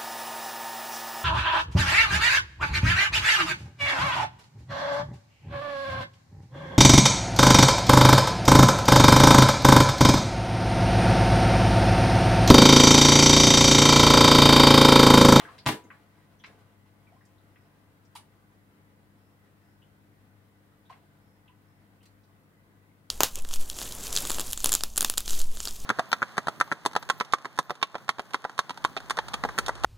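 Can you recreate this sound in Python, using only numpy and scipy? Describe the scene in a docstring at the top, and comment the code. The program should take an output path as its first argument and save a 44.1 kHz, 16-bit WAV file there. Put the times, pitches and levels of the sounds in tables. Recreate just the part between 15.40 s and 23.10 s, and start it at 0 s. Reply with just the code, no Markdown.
"""Fish feeding in an aquarium

Fish feed at the surface: one sharp splash, a few snaps of mouths and bursting films, and bubbles
that ring as resonators of trapped air. The stirred water laps at the glass and settles. The splash
excites the modes of the tank, and a small room reverberates after each surface sound. Underneath,
the pump hums on the mains, the filter rushes, its outflow sings and a faint whistle comes and goes."""
import sys
import numpy as np
from scipy import signal
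from scipy.fft import rfft, irfft, next_fast_len
from scipy.io import wavfile
from scipy.ndimage import uniform_filter1d, map_coordinates

SR = 44100
rng = np.random.default_rng(int(sys.argv[2]) if len(sys.argv) > 2 else 0)


def wav_record(signal):
    """Record a signal, one row per channel, as 16-bit PCM in the file named by sys.argv[1]."""
    frames = np.transpose(np.atleast_2d(signal))
    bounded = np.clip(frames, -1, 1)
    # unit amplitude maps onto the largest positive 16-bit level
    quanta = np.round(bounded * 32767).astype(np.int16)
    wavfile.write(sys.argv[1], SR, quanta)


N = 339570
SCENE_T = np.arange(N) / SR
T = np.arange(SR // 3) / SR  # seconds within one short sound


def amp(db):
    """Decibels as an amplitude ratio."""
    return 10 ** (np.asarray(db) / 20)


def unit(x):
    """Normalisation to rms 1."""
    return x / np.sqrt(np.mean(x ** 2) + 1e-20)


def along(points, hz):
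    """Interpolation of (Hz, value) points on a logarithmic frequency axis."""
    freqs, values = np.transpose(points)
    return np.interp(np.log(hz + 1), np.log(freqs + 1), values)


def fade(t60, t=T):
    """Exponential decay by 60 dB in t60 seconds."""
    return np.exp(-np.log(1000) * t / t60)


def surge(start, attack, hold, t60):
    """An envelope of linear rise, plateau and exponential decay, all in seconds."""
    t = SCENE_T - start
    return np.clip(t / attack, 0, 1) * fade(t60, np.maximum(t - attack - hold, 0))


def wobble(rate):
    """Slow random modulation: a spline through rate knots a second."""
    knots = rng.standard_normal(int(N * rate / SR) + 4)
    fine = np.arange(0, len(knots) - 1, .125)
    return np.interp(SCENE_T * rate, fine, map_coordinates(knots, [fine]))


def add(track, start, sound):
    """Superposition of a sound on the track, from start in seconds."""
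    part = track[max(round(start * SR), 0):][:len(sound)]
    part += sound[:len(part)]


def filtered(x, response):
    """Zero-phase filtering: the spectrum times response(hz)."""
    n = x.shape[-1]
    padded = next_fast_len(n + 8192)
    return irfft(rfft(x, padded) * response(np.fft.rfftfreq(padded, 1 / SR)), padded)[..., :n]


def coloured(x, curve):
    """Spectral shaping by a curve of (Hz, dB) points."""
    return filtered(x, lambda hz: amp(along(curve, hz)))


def causal(x, gain):
    """Minimum-phase filtering by gain(hz): no sound precedes the onset."""
    padded = 2 * len(x)
    hz = np.abs(np.fft.fftfreq(padded, 1 / SR))
    log_gain = np.log(np.maximum(gain(hz), 1e-4))
    response = np.exp(np.conj(signal.hilbert(log_gain)))
    return np.fft.ifft(np.fft.fft(x, padded) * response).real[:len(x)]


def whitened(x, bins):
    """Whitening: the broad spectrum is levelled and its fine structure kept."""
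    smooth = lambda p: uniform_filter1d(p, bins, mode="wrap")
    power = np.abs(np.fft.fft(x, 2 * len(x))) ** 2
    broad = np.abs(smooth(smooth(power)))
    return causal(x, lambda hz: np.sqrt(broad.mean() / broad))


def burst(response, t60):
    """A transient of coloured noise that decays from about rms 1."""
    envelope = fade(t60, T[:4096])
    noise = rng.standard_normal(len(envelope)) * envelope
    puff = causal(whitened(noise, bins=24), response)
    return puff * np.linalg.norm(envelope) / np.linalg.norm(puff)


def narrow_noise(shape, centre_hz, width_hz):
    """Noise in a Gaussian band, rms 1."""
    band = lambda hz: np.exp(-.5 * ((hz - centre_hz) / width_hz) ** 2)
    return unit(filtered(rng.standard_normal(shape), band))


def droplets(rate, scatter_db):
    """Shot noise: random impacts of log-normal size, rms 1."""
    hits = rng.random(N) < rate / SR
    return unit(hits * rng.choice([-1, 1], N) * amp(scatter_db * rng.standard_normal(N)))


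def spread(pair, side_db):
    """Mid-side stereo: two uncorrelated signals become left and right."""
    def gains(hz):
        width = amp(along(side_db, hz))
        return np.array([np.ones_like(hz), width]) / np.hypot(1, width)
    mid, side = filtered(pair, gains)
    return np.array([mid + side, mid - side])


def panned(x, pan_db):
    """A level difference places each frequency to the left or right."""
    return filtered(x, lambda hz: amp(np.array([[.5], [-.5]]) * along(pan_db, hz)))


# Mains and motor partials. Each row: frequency in Hz, rms level in dB.
PUMP_PARTIALS = [(48.5, -82), (90, -81.5), (100, -67), (134, -83.5), (150, -74), (180, -77.5), (200, -71.5),
                 (250, -94.5), (265, -79), (300, -76), (350, -87), (450, -85.5)]


def pump(waver_db=1, drift_rad=0.142):
    """Forced vibration gives a line spectrum, each line slightly unsteady in level and phase."""
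    hum = np.zeros(N)
    for hz, db in PUMP_PARTIALS:
        peak = np.sqrt(2) * amp(db + waver_db * wobble(3.74))
        phase = 2 * np.pi * (hz * SCENE_T + rng.random()) + drift_rad * wobble(3.3)
        hum += peak * np.sin(phase)
    return hum


# Spectrum of the rush. Each row: frequency in Hz, relative spectral density in dB.
RUSH_SPECTRUM = [(20, -25.5), (32, -17), (50, -13), (76, -9.5), (110, -5), (150, -6), (295, -7.5),
                 (380, -13.5), (460, -12.5), (720, -17), (1950, -21), (2400, -26.5), (4800, -33),
                 (6000, -36), (15500, -32.5)]
# Its stereo width. Each row: frequency in Hz, side minus mid in dB.
RUSH_WIDTH = [(60, -16), (200, -8), (380, -6), (700, -1), (1300, 2.5), (2400, 2), (8000, 0.5)]


def filter_rush(rush_db=-64, flutter_db=.2, patchy_db=2.5, trickle_hz=1600):
    """Flow noise: circulating water rumbles and hisses, and the trickle modulates the middle range."""
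    hz, _, spectra = signal.stft(rng.standard_normal((2, N)), SR, nperseg=512)
    patches = uniform_filter1d(rng.standard_normal(spectra.shape[1:]), size=2, axis=0)
    patches = unit(uniform_filter1d(patches, size=20, axis=1))
    trickle_band = np.exp(-np.log2((hz + 1) / trickle_hz) ** 2)[:, None]
    noise = signal.istft(spectra * amp(patchy_db * trickle_band * patches), SR, nperseg=512)[1][:, :N]
    rush = spread(coloured(noise, RUSH_SPECTRUM), RUSH_WIDTH)
    return amp(rush_db + flutter_db * wobble(11)) * unit(rush)


# Hollows where the outflow trickles in. Each row: resonance in Hz, width in Hz, level in dB.
HOLLOWS = [(1500, 21, -85), (1980, 70, -85)]


def outflow(waver_db=3.5):
    """Cavity resonance: the returning water sings faintly and unevenly in narrow bands."""
    return sum(amp(db + waver_db * wobble(9.9)) * narrow_noise((2, N), hz, width_hz)
               for hz, width_hz, db in HOLLOWS)


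# Spectrum of the lapping. Each row: frequency in Hz, relative level in dB.
LAP_SPECTRUM = [(200, -4), (600, -1), (1200, -3.5), (2500, -12), (4000, -16.5), (7000, -19.5),
                (15000, -21.5)]
# Fish stirring the surface. Each row: start in seconds, level of the lapping in dB.
FISH_STIRS = [(-.06, -55), (.27, -66), (.5, -69), (1.05, -64.5), (5.49, -72.5)]


def slosh(clump_db=2, ripple_db=-75, settle_db_per_s=0.76):
    """Damped ripples break on the glass in clumps of tiny impacts; successive stirs add in power."""
    grains = coloured(droplets(rate=4000, scatter_db=1.0), LAP_SPECTRUM)
    calm = amp(ripple_db - settle_db_per_s * SCENE_T)
    stirs = [amp(db) * surge(start, attack=0.024, hold=0.022, t60=1) for start, db in FISH_STIRS]
    envelope = np.linalg.norm([calm, *stirs], axis=0)
    return envelope * unit(grains * amp(clump_db * wobble(30)))


# Mouths snapping and films bursting.
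# Each row: start in seconds, level in dB, centre in Hz, width in octaves.
SURFACE_SNAPS = [(.001, -40, 1440, 1.03), (.086, -49.5, 2240, 0.64), (0.18, -44.5, 2600, 1.07),
                 (.186, -46.5, 4620, 0.17), (.503, -38, 1630, 0.42), (1.038, -38.5, 2000, 0.78),
                 (1.06, -50, 4700, 0.45), (1.852, -58, 6640, 0.51), (1.98, -68, 3800, 0.12),
                 (2.157, -54.5, 1770, 0.48), (2.650, -60.5, 6000, 0.29), (2.7517, -39.5, 2500, 2.5),
                 (2.7574, -39, 2580, 1.5), (2.763, -42, 9600, 0.22), (2.7715, -43.5, 7920, 1.4),
                 (5.495, -51, 1500, 1.2), (5.504, -53.5, 2300, 1.6), (5.522, -50.5, 1960, 0.8),
                 (6.078, -57, 2880, .25), (6.629, -55, 4860, 1.8), (6.655, -50, 4800, 1.2),
                 (6.835, -64.5, 4960, 0.38)]


def snaps(t60=0.025, attack_s=0.0018):
    """Impulsive sources radiate a band of noise; the smaller the film, the higher the click."""
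    out = np.zeros(N)
    for start, db, centre_hz, octaves in SURFACE_SNAPS:
        click = burst(lambda hz: np.exp(-.5 * (np.log2((hz + 1) / centre_hz) / octaves) ** 2), t60)
        onset = 1 - np.exp(-T[:len(click)] / attack_s)
        add(out, start, amp(db) * click * onset)
    return out


# Pockets of trapped air. Each row: start in seconds, initial pitch in Hz, level in dB.
AIR_POCKETS = [(.004, 1055, -49), (0.051, 1650, -38), (0.075, 1280, -45.5), (.087, 1030, -46.5),
               (0.439, 6260, -56), (0.504, 1083, -55), (.991, 5800, -62), (.998, 3340, -59),
               (1.039, 1053, -54), (1.668, 2135, -62.5), (1.720, 714, -58), (1.762, 1052, -65),
               (1.809, 1763, -62), (2.754, 936, -39), (4.419, 2980, -62), (5.453, 3610, -67),
               (5.499, 1035, -40.5), (5.505, 758, -49), (6.091, 980, -63.5), (6.606, 2890, -68)]


def bubbles(rise=0.14, attack_s=0.0008, shiver=0.074, typical_db=-50, breakup_db=15):
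    """Minnaert resonance: trapped air rings, shivering as it deforms and rising as it nears the surface."""
    out = np.zeros(N)
    for start, hz, db in AIR_POCKETS:
        t60 = .058 / (hz / 1000) ** 0.48  # smaller bubbles die sooner
        t60 /= 2 ** ((db - typical_db) / breakup_db)  # violent ones break up sooner
        deform = unit(uniform_filter1d(rng.standard_normal(len(T)), size=60))
        pitch = hz * (1 + rise * np.minimum(T / t60, 1) + shiver * deform)
        envelope = fade(t60) * (1 - np.exp(-T / attack_s))
        add(out, start, amp(db) * np.sin(2 * np.pi * np.cumsum(pitch) / SR) * envelope)
    return out


# Slaps on the water. Each row: start in seconds, crack level in dB, thump level in dB.
SPLASH_SLAPS = [(0.2577, -36.5, -35.5), (0.2627, -16.5, -23), (0.2681, -21, -27.5), (0.2721, -19, -36.5),
                (0.2875, -19, -35), (.2889, -22.5, -26), (0.2935, -31.5, -47), (0.323, -29, -33.5),
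                (.448, -68, -49.5)]
# Spectra of the crack and the thump. Each row: frequency in Hz, relative level in dB.
CRACK_SPECTRUM = [(60, -36.5), (200, -18), (500, 3), (1050, 5.5), (1500, 0.5), (2600, -0.5), (4000, -2.5),
                  (6000, -7), (9000, -11), (15000, -30)]
THUMP_SPECTRUM = [(25, -23), (45, -7), (80, -21), (130, -2), (290, -4), (420, -11), (900, -29), (3000, -64)]
# Modes of the panes and the air under the lid.
# Each row: frequency in Hz, relative level in dB, 60 dB decay time in seconds.
TANK_MODES = [(45.5, -33, 0.47), (117, -17, 0.44), (140, -21.5, 0.18), (203, -10, 0.18), (276, -13, 0.25),
              (320, -9, 0.12), (441, -9.5, 0.15), (503, -20, 0.23), (980, -14, 0.34), (1017, -13.5, 0.057),
              (1910, -25.5, .15), (2097, -11.5, 0.12)]


def splash(crack_t60=0.0065, thump_t60=0.019, ring_db=-8):
    """Impact excitation: each slap cracks, displaces water and rings the normal modes of the tank."""
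    out = np.zeros(N)
    modes = np.array([amp(db) * np.sin(2 * np.pi * hz * T) * fade(t60) for hz, db, t60 in TANK_MODES])
    for start, crack_db, thump_db in SPLASH_SLAPS:
        add(out, start, amp(crack_db) * burst(lambda hz: amp(along(CRACK_SPECTRUM, hz)), crack_t60))
        add(out, start, amp(thump_db) * burst(lambda hz: amp(along(THUMP_SPECTRUM, hz)), thump_t60))
        # each slap lands elsewhere and pushes each mode one way or the other
        signs = rng.choice([-1, 1], len(TANK_MODES))
        add(out, start, amp(thump_db + ring_db) * (signs @ modes))
    return out


def spray(db=-32, corner_hz=7000):
    """High-passed shot noise: fine drops fly up during the slaps, then rain out."""
    drops = droplets(rate=2770, scatter_db=9.5)
    patter = filtered(drops, lambda hz: hz ** 2 / (hz ** 2 + corner_hz ** 2))
    return amp(db) * surge(start=0.265, attack=0.012, hold=0.016, t60=0.148) * unit(patter)


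def whistle(hz=5200, width_hz=100, db=-90, first_s=1.68, period_s=2.05, spacing_s=0.414, length_s=0.25):
    """Amplitude-modulated narrowband noise: a thin tone swells twice a period, barely over the hiss."""
    swell = np.sqrt(np.hanning(round(length_s * SR)))
    envelope = np.zeros(N)
    for start in np.arange(first_s, N / SR, period_s):
        add(envelope, start, swell)
        add(envelope, start + spacing_s, swell)
    return amp(db) * envelope * narrow_noise(N, hz, width_hz)


# Decay of the room. Each row: frequency in Hz, reverberation time in seconds.
ROOM_T60 = [(100, 0.06), (300, 0.25), (1000, 0.22), (2500, 0.2), (6000, 0.18), (14000, 0.19)]
# Width of the echoes. Each row: frequency in Hz, side minus mid in dB.
ECHO_WIDTH = [(100, -20), (300, -14.5), (700, -5), (2500, -3), (5000, 3), (9000, 2), (14000, 10)]


def room(x, direct_db=-2, early_db=1, early_t60=0.046, tail_db=0.5, build_s=0.0022):
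    """Reverberation by convolution: direct sound, reflections off glass and lid, then the room's tail."""
    hz, t, spectra = signal.stft(rng.standard_normal((2, len(T))), SR, nperseg=256)
    decay = fade(along(ROOM_T60, hz)[:, None], t)
    tail = signal.istft(spectra * decay, SR, nperseg=256)[1][:, :len(T)]
    early = rng.standard_normal((2, len(T))) * fade(early_t60)
    onset = 1 - np.exp(-T / build_s)
    echoes = (amp(early_db) * unit(early * onset) + amp(tail_db) * unit(tail * onset)) / np.sqrt(len(T))
    response = spread(echoes, ECHO_WIDTH) + amp(direct_db) * (T == 0)
    response = np.array([whitened(ear, bins=80) for ear in response])
    return signal.fftconvolve(x[None], response, axes=1)[:, :N]


# Colour of the path from the surface. Each row: frequency in Hz, gain in dB.
SURFACE_PATH = [(4000, 2), (6300, -3), (9000, -1), (12500, -3.5), (14500, -7.5)]
# Balance of the tank and the equipment. 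Each row: frequency in Hz, left minus right in dB.
TANK_BALANCE = [(100, 3), (350, -0.4), (1400, 2.5), (3000, 0.5), (5500, 0.5), (9000, -2.5), (14000, -2.5)]
EQUIPMENT_BALANCE = [(50, -2), (100, 8), (150, 1.6), (700, 0.5), (2400, 1.5), (4400, -1.5), (6000, 1),
                     (10000, 3)]


def scene():
    """Superposition: water sounds and whistle reverberate over the running equipment."""
    surface = splash() + spray() + snaps() + bubbles() + slosh()
    reverberant = room(coloured(surface, SURFACE_PATH) + whistle())
    equipment = pump() + filter_rush() + outflow()
    return panned(reverberant, TANK_BALANCE) + panned(equipment, EQUIPMENT_BALANCE)


def record(dry, top_hz=15800):
    """Band limiting: an ideal low-pass filter removes everything above top_hz."""
    return filtered(dry, lambda hz: hz < top_hz)


dry = scene()
out = record(dry)
wav_record(out)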